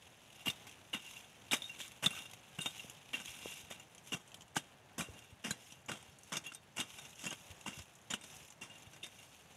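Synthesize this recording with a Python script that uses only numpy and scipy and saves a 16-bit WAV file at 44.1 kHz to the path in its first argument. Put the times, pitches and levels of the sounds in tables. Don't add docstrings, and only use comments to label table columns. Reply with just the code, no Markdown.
import sys
import numpy as np
from scipy import signal
from scipy.fft import rfft, irfft
from scipy.io import wavfile
from scipy.ndimage import uniform_filter1d

SR = 44100
rng = np.random.default_rng(int(sys.argv[2]) if len(sys.argv) > 2 else 0)


def makeup_ratio(level_db):
    decades = np.asarray(level_db, float) / 20
    return 10 ** decades


def dump_mix(stems):
    frames = np.atleast_2d(stems).T
    limited = np.clip(frames, -1, 1)
    pcm = np.round(limited * 32767).astype(np.int16)
    wavfile.write(sys.argv[1], SR, pcm)


N = 421596
MOVE_S = 3.9
FLAT_HZ = 2770


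def evened(x):
    return x / np.sqrt(np.mean(x ** 2) + 1e-20)


def add(mix, s, sound):
    part = mix[round(s * SR):][:len(sound)]
    part += sound[:len(part)]


def colour(x, spectrum, low_db=0, high_db=0):
    hz = np.fft.rfftfreq(len(x), 1 / SR) + 1
    f, db = np.transpose(spectrum)
    low_shelf = low_db / (1 + (hz / 1900) ** 6)
    high_shelf = high_db / (1 + (4600 / hz) ** 8)
    shape_db = np.interp(np.log(hz), np.log(f), db) + low_shelf + high_shelf
    return evened(irfft(rfft(x) * makeup_ratio(shape_db), len(x)))


def lumpy(x, spread_db):
    octaves = np.log2(np.fft.rfftfreq(len(x), 1 / SR) / 100 + 1)
    ripple = np.interp(octaves, np.linspace(0, 8, num=36), rng.standard_normal(36))
    return evened(irfft(rfft(x) * makeup_ratio(spread_db * ripple), len(x)))


def clumps(spread_db):
    drift = evened(uniform_filter1d(rng.standard_normal(N), size=900))
    return evened(makeup_ratio(spread_db * drift))


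# [f/Hz, level/dB per Hz]
HUSH_SPECTRUM = [(20, 8), (50, -6), (90, 1.5), (130, 4.5), (320, -6.5), (770, -3), (1180, -9.5), (1720, -9),
                 (2870, -15.5), (4660, -21), (6270, -37), (9400, -30), (12000, -46), (15700, -30)]
# [start t/s, length t/s, level/dB]
INSECT_PHRASES = [
    (5.92, .8, -79.5),
    (8.65, .3, -83),
    (8.92, .7, -79),
]
HUSH_DB, INSECT_HZ = -63, 4460


def forest():
    swell = makeup_ratio(1.5 * evened(uniform_filter1d(rng.standard_normal(N), size=6000)))
    hush = makeup_ratio(HUSH_DB) * colour(rng.standard_normal(N), HUSH_SPECTRUM) * swell
    t = np.arange(N) / SR
    waver_hz = 9 * evened(uniform_filter1d(rng.standard_normal(N), size=300))
    song = np.sin(2 * np.pi * np.cumsum(INSECT_HZ + waver_hz) / SR) * clumps(1.2)
    phrases = np.zeros(N)
    for s, length, db in INSECT_PHRASES:
        arch = abs(np.sin(np.pi * np.clip((t - s) / length, 0, 1)))
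        phrases += makeup_ratio(db) * arch ** .5
    return hush + phrases * song


def grains(n, spread_db, size):
    jumps = np.minimum(rng.exponential(1, n // size + 1), 3)
    strength = np.repeat(makeup_ratio(spread_db * jumps), size)[:n]
    return evened(strength) * rng.standard_normal(n)


# [f/Hz, level/dB, time to fade 60 dB t/s]
BLADE_MODES = [(1570, -6, .04), (2380, -8, .06), (2785, 0, .11), (2970, -9, .06), (3260, -5, .08),
               (3460, -8, .06), (3680, -9, .13), (5170, -16, .05), (5750, -14, .05), (6160, -13, .05),
               (6600, -14, .06), (7050, -13, .05), (7650, -16, .05), (8100, -16, .05), (8650, -13, .06),
               (9030, -16, .05), (9750, -17, .05), (10680, -15, .05), (12020, -17, .05)]


def grip(low_db, high_db, spread_db):
    hz = np.array(BLADE_MODES)[:, 0]
    luck = rng.standard_normal(len(hz)) * (1 + (hz > 4400))
    return low_db * (hz < 2000) + high_db * (hz > 4400) + spread_db * luck


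def blade(force, grip_db, damping=1):
    hz, db, t60 = np.transpose(BLADE_MODES)[:, :, None]
    hz = hz * (1 + .005 * rng.standard_normal(hz.shape))
    t = np.arange(SR // 6) / SR
    fade = makeup_ratio(db + np.reshape(grip_db, (-1, 1)) - 60 * damping * t / t60)
    ring = (fade * np.sin(2 * np.pi * hz * t)).sum(0)
    return signal.fftconvolve(force, ring / np.linalg.norm(ring))


def pecks(per_s, t60):
    hits = np.minimum(rng.exponential(1, N), 3) * (rng.random(N) < per_s / SR)
    keep = makeup_ratio(-60 / (np.clip(t60, .01, .2) * SR))
    return evened(signal.lfilter([1], [1, -keep], hits))


# [f/Hz, level/dB per Hz]
CRUMB_SPECTRUM = [(180, 0), (300, -3.5), (675, -17), (746, -1), (1620, -10), (2700, 5), (3680, 0.5),
                  (4530, -12.5), (6310, -3), (8350, -11), (10900, -9), (15700, -25)]


def specks(per_s):
    t, out = np.arange(400) / SR, np.zeros(N)
    strength = makeup_ratio(0.88 * np.minimum(rng.exponential(1, N), 3))
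    hits = strength * (rng.random(N) < per_s / SR)
    which = rng.integers(16, size=N)
    for k, hz in enumerate(np.geomspace(4800, 13000, num=16)):
        ping = makeup_ratio(-60 * t / 0.034) * np.sin(2 * np.pi * hz * t)
        out += signal.oaconvolve(hits * (which == k), ping)[:N]
    return colour(out, CRUMB_SPECTRUM)


# [start t/s, peak level/dB, length t/s, blade ring level/dB]
SOIL_SPRAYS = [(0.302, -66.5, 0.21, 0.5), (0.508, -67, 0.34, -10), (0.95, -57.5, 0.41, -3.5),
               (1.575, -59.5, 0.41, -7), (2.07, -56, 0.29, 3), (2.606, -57, 0.49, -20),
               (3.173, -54, 0.36, -1.5), (3.385, -53, 0.37, -2), (4.016, -61.5, 0.19, -17),
               (5.03, -68, 0.44, 0.5), (5.548, -62, 0.31, -7), (5.89, -67.5, 0.41, -3),
               (6.216, -66.5, 0.25, -8), (6.843, -60.5, 0.35, -4), (7.15, -67, 0.79, -21),
               (7.72, -58.5, 0.16, 1), (8.168, -59.5, 0.46, -22), (8.638, -67.5, 0.45, 2),
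               (9.033, -65, 0.5, -2.5)]
# [t/s, level/dB]
SOIL_CREEP = [
    (0, -64),
    (3.6, -62),
    (4.2, -70.5),
    (4.9, -71.5),
    (6.7, -71),
    (7.0, -61),
    (8.0, -68),
    (8.7, -71.5),
    (9.56, -65),
]
SPRAY_SKEW = 0.66
FINE_DB, FINE_CREEP_DB = (-6.5, -3.5), (-9.5, -7)
CREEP_RING_DB = -15


def patter():
    t = np.arange(N) / SR
    side = (t > MOVE_S).astype(int)
    start, db, length, ring_db = np.transpose(SOIL_SPRAYS)[:, :, None]
    steps = t[::200]
    progress = np.clip((steps - start) / length, 0, 1)
    arch = makeup_ratio(db) * np.sin(np.pi * progress ** SPRAY_SKEW) ** 2
    spray = np.interp(t, steps, arch.sum(0))
    creep = makeup_ratio(np.interp(t, *np.transpose(SOIL_CREEP)))
    on_steel = np.interp(t, steps, (arch * makeup_ratio(ring_db)).sum(0)) + creep * makeup_ratio(CREEP_RING_DB)
    dust = np.hypot(spray * makeup_ratio(FINE_DB)[side], creep * makeup_ratio(FINE_CREEP_DB)[side])
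    coarse, small = grains(N, 2.8, size=90), grains(N, 3.8, size=30)
    landing = pecks(240, .025)
    dull = colour(coarse, CRUMB_SPECTRUM, -1.1, -3.7) * clumps(1.95) * (0.68 + 0.29 * landing)
    fine = colour(small, CRUMB_SPECTRUM, -41, 30) * clumps(1.1) * (0.58 + 0.51 * landing)
    fine = fine + 0.92 * specks(900)
    trickle = grains(N, 5, size=200) * clumps(2.5) * on_steel
    ringing = blade(trickle, grip(-2.6, 0.97, 0), damping=1.5)[:N]
    return dull * np.hypot(spray, creep) + fine * dust + ringing


# [f/Hz, level/dB per Hz]
GRIT_SPECTRUM = [(75, -28), (150, 5), (280, 4.5), (421, -5), (609, -1.5), (784, -2), (1640, -4.5),
                 (2420, -6.5), (3570, -3.5), (4340, -13), (6040, -4.5), (8250, -5.5), (8910, -8),
                 (11000, -8), (15700, -21.5)]
FLAT_LIFT_DB = -8.5


def cut(db, low_db, high_db, length, ring_db):
    t = np.arange(8192) / SR
    length = np.clip(length, .004, .12)
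    push = (1 - np.exp(-t / 0.0035)) * (np.exp(-(t / length) ** 2.0) + 0.1 * np.exp(-t / 0.14))
    grit = grains(len(t), 2.6, size=130)
    crunch = colour(grit, GRIT_SPECTRUM, low_db + 6.0, high_db + 11.5)
    crunch = lumpy(crunch, 2) * push
    flat_db = FLAT_LIFT_DB * (abs(np.array(BLADE_MODES)[:, 0] - FLAT_HZ) < 100)
    reach_db = flat_db + grip(low_db + 8, high_db + 7, 2)
    sound = makeup_ratio(ring_db) * blade(grit * push, reach_db, damping=1.7)
    add(sound, 0, crunch)
    return makeup_ratio(db - 7.5) * sound


# [t/s, peak level/dB, low-mids level/dB, treble level/dB, length t/s]
FRONT_CUTS = [(0.4564, -31.5, -17.5, -21.5, 0.038), (0.929, -33.5, -13.5, -20.5, 0.033),
              (1.514, -29.5, -17, -18.5, 0.046), (1.788, -40, -34, -21, 0.068),
              (2.024, -35, -7, -13, 0.025), (2.034, -29.5, -14.5, -22, 0.03), (2.585, -31, -5, -15, 0.0089),
              (2.602, -43, -34, -15, 0.09), (2.793, -36.5, -57, -34, 0.0084),
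              (3.1298, -35, -18, -22, 0.052), (3.701, -39, -20.5, -19.5, 0.027)]
# [t/s, peak level/dB, low-mids level/dB, treble level/dB, length t/s]
SIDE_CUTS = [(4.1187, -33.5, -2.5, -8.5, 0.033), (4.554, -34.5, -18, -15, 0.033),
             (4.9788, -33, -4.5, -9, 0.05), (5.438, -36, -8.5, -15, 0.071), (5.882, -34.5, -3, -13, 0.026),
             (5.9073, -42, -6.5, -15, 0.066), (6.318, -34, -7, -13.5, 0.048),
             (6.437, -46.5, -21, -17, 0.053), (6.763, -37, -15, -9, 0.018), (6.777, -33, -13.5, -18, 0.043),
             (7.184, -45.5, -16, -10, 0.081), (7.234, -39.5, -10.5, -12.5, 0.077),
             (7.309, -40, -3, -12, 0.021), (7.66, -38, -7.5, -13.5, 0.045),
             (8.101, -34.5, -15.5, -19, 0.032), (8.61, -42, -10.5, -15, 0.047),
             (9.0296, -38, -39, -17, 0.025)]
CUT_RING_DB, SHALLOW_RING, BURIED_RING_PER_S = -3.5, 0.084, -150


def cuts(digging):
    for s, db, low_db, high_db, length in FRONT_CUTS + SIDE_CUTS:
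        ring_db = CUT_RING_DB - SHALLOW_RING * (db + 55.5) + BURIED_RING_PER_S * (length - .03)
        add(digging, s, cut(db, low_db, high_db, length, ring_db))


def slope(x):
    t = np.arange(SR // 3) / SR
    echoes = rng.choice([-1., 1.], len(t)) * (rng.random(len(t)) < .05) * (t > .004)
    echoes = signal.lfilter([1], [1, -.45], echoes * makeup_ratio(-60 * t / 0.18))
    return signal.fftconvolve(x, echoes / np.linalg.norm(echoes))[:N]


def slip(db, hz, t60):
    t = np.arange(4096) / SR
    flutter, waver = uniform_filter1d(rng.standard_normal((2, len(t))), size=160, axis=1)
    turns = np.cumsum(hz * (1 + .007 * evened(waver))) / SR
    fade_db = -60 * t / np.clip(t60, .008, .2) + 2.4 * evened(flutter)
    fade = (1 - np.exp(-t / .0008)) * makeup_ratio(fade_db)
    return makeup_ratio(db + 3.0) * fade * np.sin(2 * np.pi * turns)


# [t/s, peak level/dB, mode f/Hz, time to fade 60
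# dB t/s]
EDGE_SLIPS = [(0.4615, -31, 2770, 0.027), (0.468, -33, 2850, .025), (0.47, -35, 3220, 0.022),
              (.477, -32, 2800, 0.058), (.483, -36, 2800, .06), (.9315, -40, 2840, .02),
              (0.936, -31, 2850, 0.032), (0.946, -38, 2780, 0.044), (.957, -39.5, 2780, 0.058),
              (.995, -44, 2900, .01), (1.062, -44, 2770, 0.034), (1.076, -48, 2770, 0.058),
              (1.5116, -36, 3650, 0.047), (1.518, -31, 3710, 0.057), (1.521, -26, 2930, 0.025),
              (1.5312, -16, 2410, 0.0091), (1.539, -29, 2890, 0.02), (1.539, -30.5, 6200, 0.028),
              (1.6201, -38, 3590, 0.044), (1.6411, -43, 3720, 0.15), (2.0262, -38, 2870, .02),
              (2.0392, -36, 2800, 0.088), (2.048, -38.5, 3630, 0.082), (2.0655, -23.5, 3590, 0.026),
              (2.049, -43, 8740, .02), (2.105, -48, 10600, .04), (2.134, -49, 1200, 0.024),
              (2.174, -51, 1320, 0.039), (2.589, -33.5, 2794, 0.029), (2.6148, -43, 8710, .05),
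              (2.6155, -45, 9600, 0.061), (2.605, -44, 2790, 0.17), (2.648, -48, 3240, 0.11),
              (2.662, -48, 3240, .1), (2.663, -43, 3690, 0.12), (3.1405, -37, 2770, 0.05),
              (3.139, -41, 1830, 0.022), (3.259, -41, 6600, .012), (3.2794, -39, 3280, 0.024),
              (3.7972, -50, 7050, 0.034), (1.694, -48.5, 2770, 0.11), (1.545, -46, 3750, 0.15),
              (2.795, -43, 2770, 0.067), (1.167, -44, 2770, 0.053), (2.0606, -27.5, 3720, 0.031),
              (4.1204, -38, 2840, 0.045), (4.131, -37, 2840, 0.051), (4.1374, -34, 2740, 0.044),
              (4.571, -33, 2940, 0.037), (4.581, -38, 2870, 0.023), (4.9969, -36, 2820, .03),
              (5.0103, -31.5, 2400, 0.025), (5.012, -48, 3870, 0.081), (5.441, -42.5, 2860, 0.065),
              (5.061, -55, 2780, 0.14), (5.15, -59, 2800, 0.16), (5.447, -38.5, 2770, 0.035),
              (5.5088, -32, 6800, 0.022), (5.512, -41.5, 4030, 0.056), (5.8879, -42, 2840, .04),
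              (5.9145, -43.5, 2820, 0.053), (6.3223, -50, 2750, .05), (6.338, -56, 8650, 0.081),
              (6.355, -39, 2760, .04), (6.3693, -32.5, 3560, 0.024), (6.3677, -38, 6500, .025),
              (6.461, -46, 2770, 0.093), (6.464, -50, 6580, 0.082), (6.4661, -48, 3320, 0.067),
              (6.468, -52, 12020, .05), (6.465, -47, 10680, 0.044), (6.5185, -47.5, 1380, .025),
              (6.548, -52, 12020, .06), (6.547, -36, 8620, 0.019), (6.78, -38, 2795, 0.076),
              (6.8008, -41, 3700, 0.065), (6.8097, -34.5, 2820, 0.048), (6.802, -41, 6500, .03),
              (6.806, -37.5, 8570, .03), (7.1914, -48, 2780, .04), (7.2643, -35, 6950, 0.026),
              (7.263, -47, 2750, 0.092), (7.278, -46, 2770, 0.037), (7.3057, -37.5, 6500, 0.021),
              (7.3057, -40, 9100, .02), (7.3072, -39, 2870, .04), (7.311, -44, 3200, 0.043),
              (7.327, -50, 6500, .03), (7.66, -45, 2790, .08), (8.1039, -52, 2800, 0.054),
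              (8.1386, -26.5, 2980, 0.018), (8.2116, -48, 8500, .02), (8.617, -44.5, 2760, 0.1),
              (9.0313, -45.5, 3600, 0.11), (9.0295, -46, 2760, 0.054)]


def slips(digging):
    for s, *controls in EDGE_SLIPS:
        add(digging, s, slip(*controls))


def thud(db, hz, t60):
    t = np.arange(8192) / SR
    turns = hz * (t + 0.000093 * (1 - np.exp(-t / 0.0079)))
    fade = makeup_ratio(db + 4.0 - 60 * t / np.clip(t60, .008, .4))
    return fade * (1 - np.exp(-t * hz / 0.5)) * np.sin(2 * np.pi * turns)


# [t/s, peak level/dB, f/Hz, time to fade 60 dB t/s]
HANDLE_RAPS = [(0.468, -42, 750, 0.021), (0.4998, -35.5, 3590, 0.048), (1.531, -30.5, 825, 0.014),
               (2.0615, -24.5, 3460, 0.029), (2.586, -50, 403, 0.015), (2.6155, -41, 3670, 0.063),
               (2.844, -40.5, 490, 0.0097), (3.458, -25, 456, 0.0058), (3.71, -38, 635, 0.011),
               (4.565, -26.5, 820, 0.02), (4.5661, -27.5, 1550, 0.025), (5.086, -40, 447, 0.015),
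               (5.5089, -32.5, 1570, 0.021), (7.663, -32.5, 960, 0.012), (8.135, -41.5, 750, 0.029),
               (8.1376, -28, 1500, 0.009), (3.4565, -44, 1010, .007), (4.567, -34, 1186, 0.026),
               (8.14, -43, 395, 0.025), (.469, -39, 1140, 0.024), (.94, -43, 1320, 0.027),
               (5.917, -34.5, 1430, 0.017)]


def raps(digging):
    for s, *controls in HANDLE_RAPS:
        add(digging, s, thud(*controls))


# [t/s, peak level/dB, f/Hz]
GROUND_THUDS = [(0.47, -32, 264), (0.484, -34, 137), (0.945, -34.5, 222), (1.533, -27, 270),
                (2.041, -32, 164), (2.065, -25.5, 170), (2.586, -31.5, 167), (3.709, -47, 220),
                (4.142, -32.5, 151), (4.567, -26.5, 157), (4.994, -31, 180), (5.017, -36, 179),
                (5.451, -35.5, 200), (5.482, -37, 221), (5.509, -31, 166), (7.259, -35, 189),
                (7.28, -42, 227), (7.682, -33.5, 191), (8.135, -33, 209), (3.142, -42.5, 297),
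                (5.892, -42.5, 190), (5.92, -40, 174), (6.79, -40, 149), (6.372, -40, 202),
                (9.035, -51, 362), (8.105, -44, 140), (4.572, -36, 288), (2.601, -47, 303)]


def thuds(digging):
    for s, db, hz in GROUND_THUDS:
        add(digging, s, thud(db, hz, t60=0.032))


def knock(db, hz, t60, ring_db):
    t = np.arange(4096) / SR
    tail = 0.72 * makeup_ratio(-60 * t / np.clip(t60, .008, .3))
    fade = (1 - np.exp(-t / 0.00047)) * (makeup_ratio(-60 * t / 0.0041) + tail)
    grit = grains(len(t), 1.2, size=24)
    near_db = 16 * np.exp(-(np.log(np.array(BLADE_MODES)[:, 0] / hz) / .05) ** 2)
    lift_db = 7 * np.tanh(np.log(hz / 4500) / .5)
    sound = makeup_ratio(ring_db) * blade(grit * fade, near_db + grip(6, 1, 3.2), damping=1.3)
    crack = colour(grit, GRIT_SPECTRUM, -6.5, lift_db)
    add(sound, 0, lumpy(crack, 3) * fade)
    return makeup_ratio(db - 13.5) * sound


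# [t/s, peak level/dB, favoured mode f/Hz, ring level/dB]
HARD_STOPS = [(0.5004, -24, 3800, -26), (8.1045, -28, 6900, 8), (1.511, -36, 3550, 18.5),
              (1.5328, -10.5, 3600, -3.5), (2.0602, -13.5, 3450, -8.5), (2.6589, -19.5, 2960, 2),
              (3.1386, -32, 2770, 9), (4.1379, -24, 2820, -16), (4.5665, -13, 3150, -27),
              (5.011, -31, 2780, -10), (5.452, -37, 2770, 13.5), (5.5072, -17, 6400, -9),
              (5.916, -23, 2780, -6), (6.3689, -19, 6500, -4), (6.8, -17.5, 2780, -7),
              (7.2657, -22, 2780, -2), (7.3265, -25, 3240, -6), (7.6774, -27, 2770, 2),
              (8.1371, -18, 2960, -6)]


def stops(digging):
    for s, db, hz, ring_db in HARD_STOPS:
        add(digging, s, knock(db, hz, 0.061, ring_db))


# [t/s, peak level/dB, favoured mode f/Hz, ring level/dB]
PEBBLE_HITS = [(0.6686, -32, 3260, -5), (1.6197, -32, 3660, -9), (1.6407, -43, 3680, 5),
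               (1.803, -30, 3270, 1), (1.846, -41, 2970, 6), (3.2819, -39, 3280, -3),
               (6.548, -52, 3680, 16), (6.548, -33.5, 12000, -16), (6.985, -31.5, 3700, -2),
               (7.7897, -30.5, 2900, -15), (8.2116, -40.5, 3700, 4), (8.2375, -30, 3700, -8),
               (8.9338, -40.5, 6150, 3.5), (9.063, -33, 3680, -8)]


def pebbles(digging):
    for s, db, hz, ring_db in PEBBLE_HITS:
        add(digging, s, knock(db, hz, 0.072, ring_db))


def tick(db, high_db, hz):
    t = np.arange(2048) / SR
    snap = colour(rng.standard_normal(len(t)), CRUMB_SPECTRUM, 4.6, 2.4 * (high_db + 15.0))
    snap = lumpy(snap, 3.5) * (makeup_ratio(-60 * t / 0.03) + 0.25 * makeup_ratio(-60 * t / 0.15))
    song = 1.35 * makeup_ratio(-60 * t / 0.026) * np.sin(2 * np.pi * hz * t)
    return makeup_ratio(db - 11.0) * (snap + song)


# [t/s, peak level/dB, f/Hz]
TWIG_SNAPS = [(0.7133, -43, 3220), (1.8796, -41, 8750), (2.3129, -40.5, 3220), (2.3348, -37, 2660),
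              (2.8976, -40.5, 2980), (3.258, -40, 2680), (3.9487, -44.5, 7240), (3.9804, -42.5, 3230),
              (4.0731, -42, 7250), (4.3176, -45, 3180), (4.3433, -36, 3100), (4.4086, -42.5, 3050),
              (4.4202, -43, 3170), (0.694, -43, 2570), (5.1903, -43.5, 3200), (5.7222, -38.5, 5800),
              (6.0275, -47, 8800), (6.9432, -46, 3000), (7.504, -41, 2750), (7.5857, -56, 2970),
              (7.6117, -43, 2770), (7.8202, -42.5, 2750), (4.48, -50, 2900), (8.5036, -41, 6940),
              (8.523, -44, 2900), (8.7824, -46, 6960), (8.8225, -45, 7300), (9.2289, -43.5, 2870)]


def twigs(digging):
    for s, db, hz in TWIG_SNAPS:
        add(digging, s, tick(db, -11.5, hz))


# [t/s, peak level/dB, f/Hz]
LEAF_CRACKS = [(0.841, -61, 3200), (1.1912, -50, 6300), (1.9185, -46, 6231), (2.7891, -54, 7030),
               (2.8983, -40, 6590), (3.2141, -46, 6170), (3.7973, -48, 5800), (3.8322, -56, 7220),
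               (4.2767, -46, 3000), (4.293, -53, 3200), (4.369, -53, 7000), (4.547, -49, 8090),
               (5.1377, -50, 6570), (5.326, -59, 8300), (5.8611, -46, 6800), (6.1868, -45, 6750),
               (6.2337, -44, 6280), (6.275, -53, 7000), (6.3016, -53, 8770), (6.415, -53, 8600),
               (6.5374, -43, 5350), (6.8962, -48, 5800), (6.9306, -51, 7160), (7.105, -48, 3900),
               (7.157, -47, 2970), (7.9533, -46, 6990), (8.0147, -52, 6540), (8.366, -43, 8300),
               (8.4786, -50, 6830)]


def leaves(digging):
    for s, db, hz in LEAF_CRACKS:
        add(digging, s, tick(db, 1, hz))


# [t/s, peak level/dB, ring level/dB]
CLOD_HITS = [(0.9937, -55, 3), (1.0624, -55, 8), (1.1676, -48, 6), (1.694, -39.5, 8), (2.1059, -28.5, 3),
             (2.165, -40, 16.5), (2.203, -38.5, 4), (3.2, -32.5, 5.5), (3.743, -39, -1), (3.7978, -40.5, 6),
             (5.041, -46, 12), (5.1383, -51, 7), (6.465, -40, 11), (6.5205, -34, -10), (7.0503, -34, -1.5),
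             (7.729, -38.5, 5), (8.6984, -41, 6), (8.75, -46, 6), (8.9626, -37.5, -3)]


def clods(digging):
    for s, db, ring_db in CLOD_HITS:
        add(digging, s, knock(db, FLAT_HZ, 0.081, ring_db))


def swing(digging):
    start_s, length_s, level_db, hum_hz = 2.47, .12, -70, 1620
    t = np.arange(0, length_s, 1 / SR)
    arch = np.sin(np.pi * t / length_s)
    add(digging, start_s, makeup_ratio(level_db) * arch * np.sin(2 * np.pi * hum_hz * t))


# [t/s, peak level/dB, f/Hz]
LUMP_DROPS = [(2.846, -37, 167), (3.284, -43, 78), (3.456, -44, 200), (3.632, -42, 89), (5.084, -49, 164),
              (5.09, -33, 80), (5.323, -37, 92), (6.083, -41, 89.5), (7.503, -36.5, 97), (7.774, -35, 124),
              (7.794, -34, 81.6), (8.869, -40, 100)]


def lumps(digging):
    for s, db, hz in LUMP_DROPS:
        add(digging, s, thud(db, hz, t60=2.86 / hz))


def body_shade(digging):
    highpass = signal.butter(2, 11500, "highpass", fs=SR, output="sos")
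    top = signal.sosfiltfilt(highpass, digging)
    return digging + top * (makeup_ratio(-12) - 1) * (np.arange(N) / SR > MOVE_S)


def scene():
    digging = np.zeros(N)
    for source in (cuts, slips, raps, thuds, stops, pebbles, twigs, leaves, clods, swing, lumps):
        source(digging)
    digging = body_shade(digging)
    return (digging + makeup_ratio(-25.5) * slope(digging) + patter() + forest())[None]


def roll_off(x):
    return signal.sosfilt(signal.butter(12, 15660, fs=SR, output="sos"), x)


def record(dry):
    thin = signal.sosfilt(signal.butter(3, 62, "highpass", fs=SR, output="sos"), dry)
    thin = signal.oaconvolve(thin, signal.firwin(255, 15700, fs=SR)[None], "same")
    return roll_off(thin)


dry = scene()
out = record(dry)
dump_mix(out)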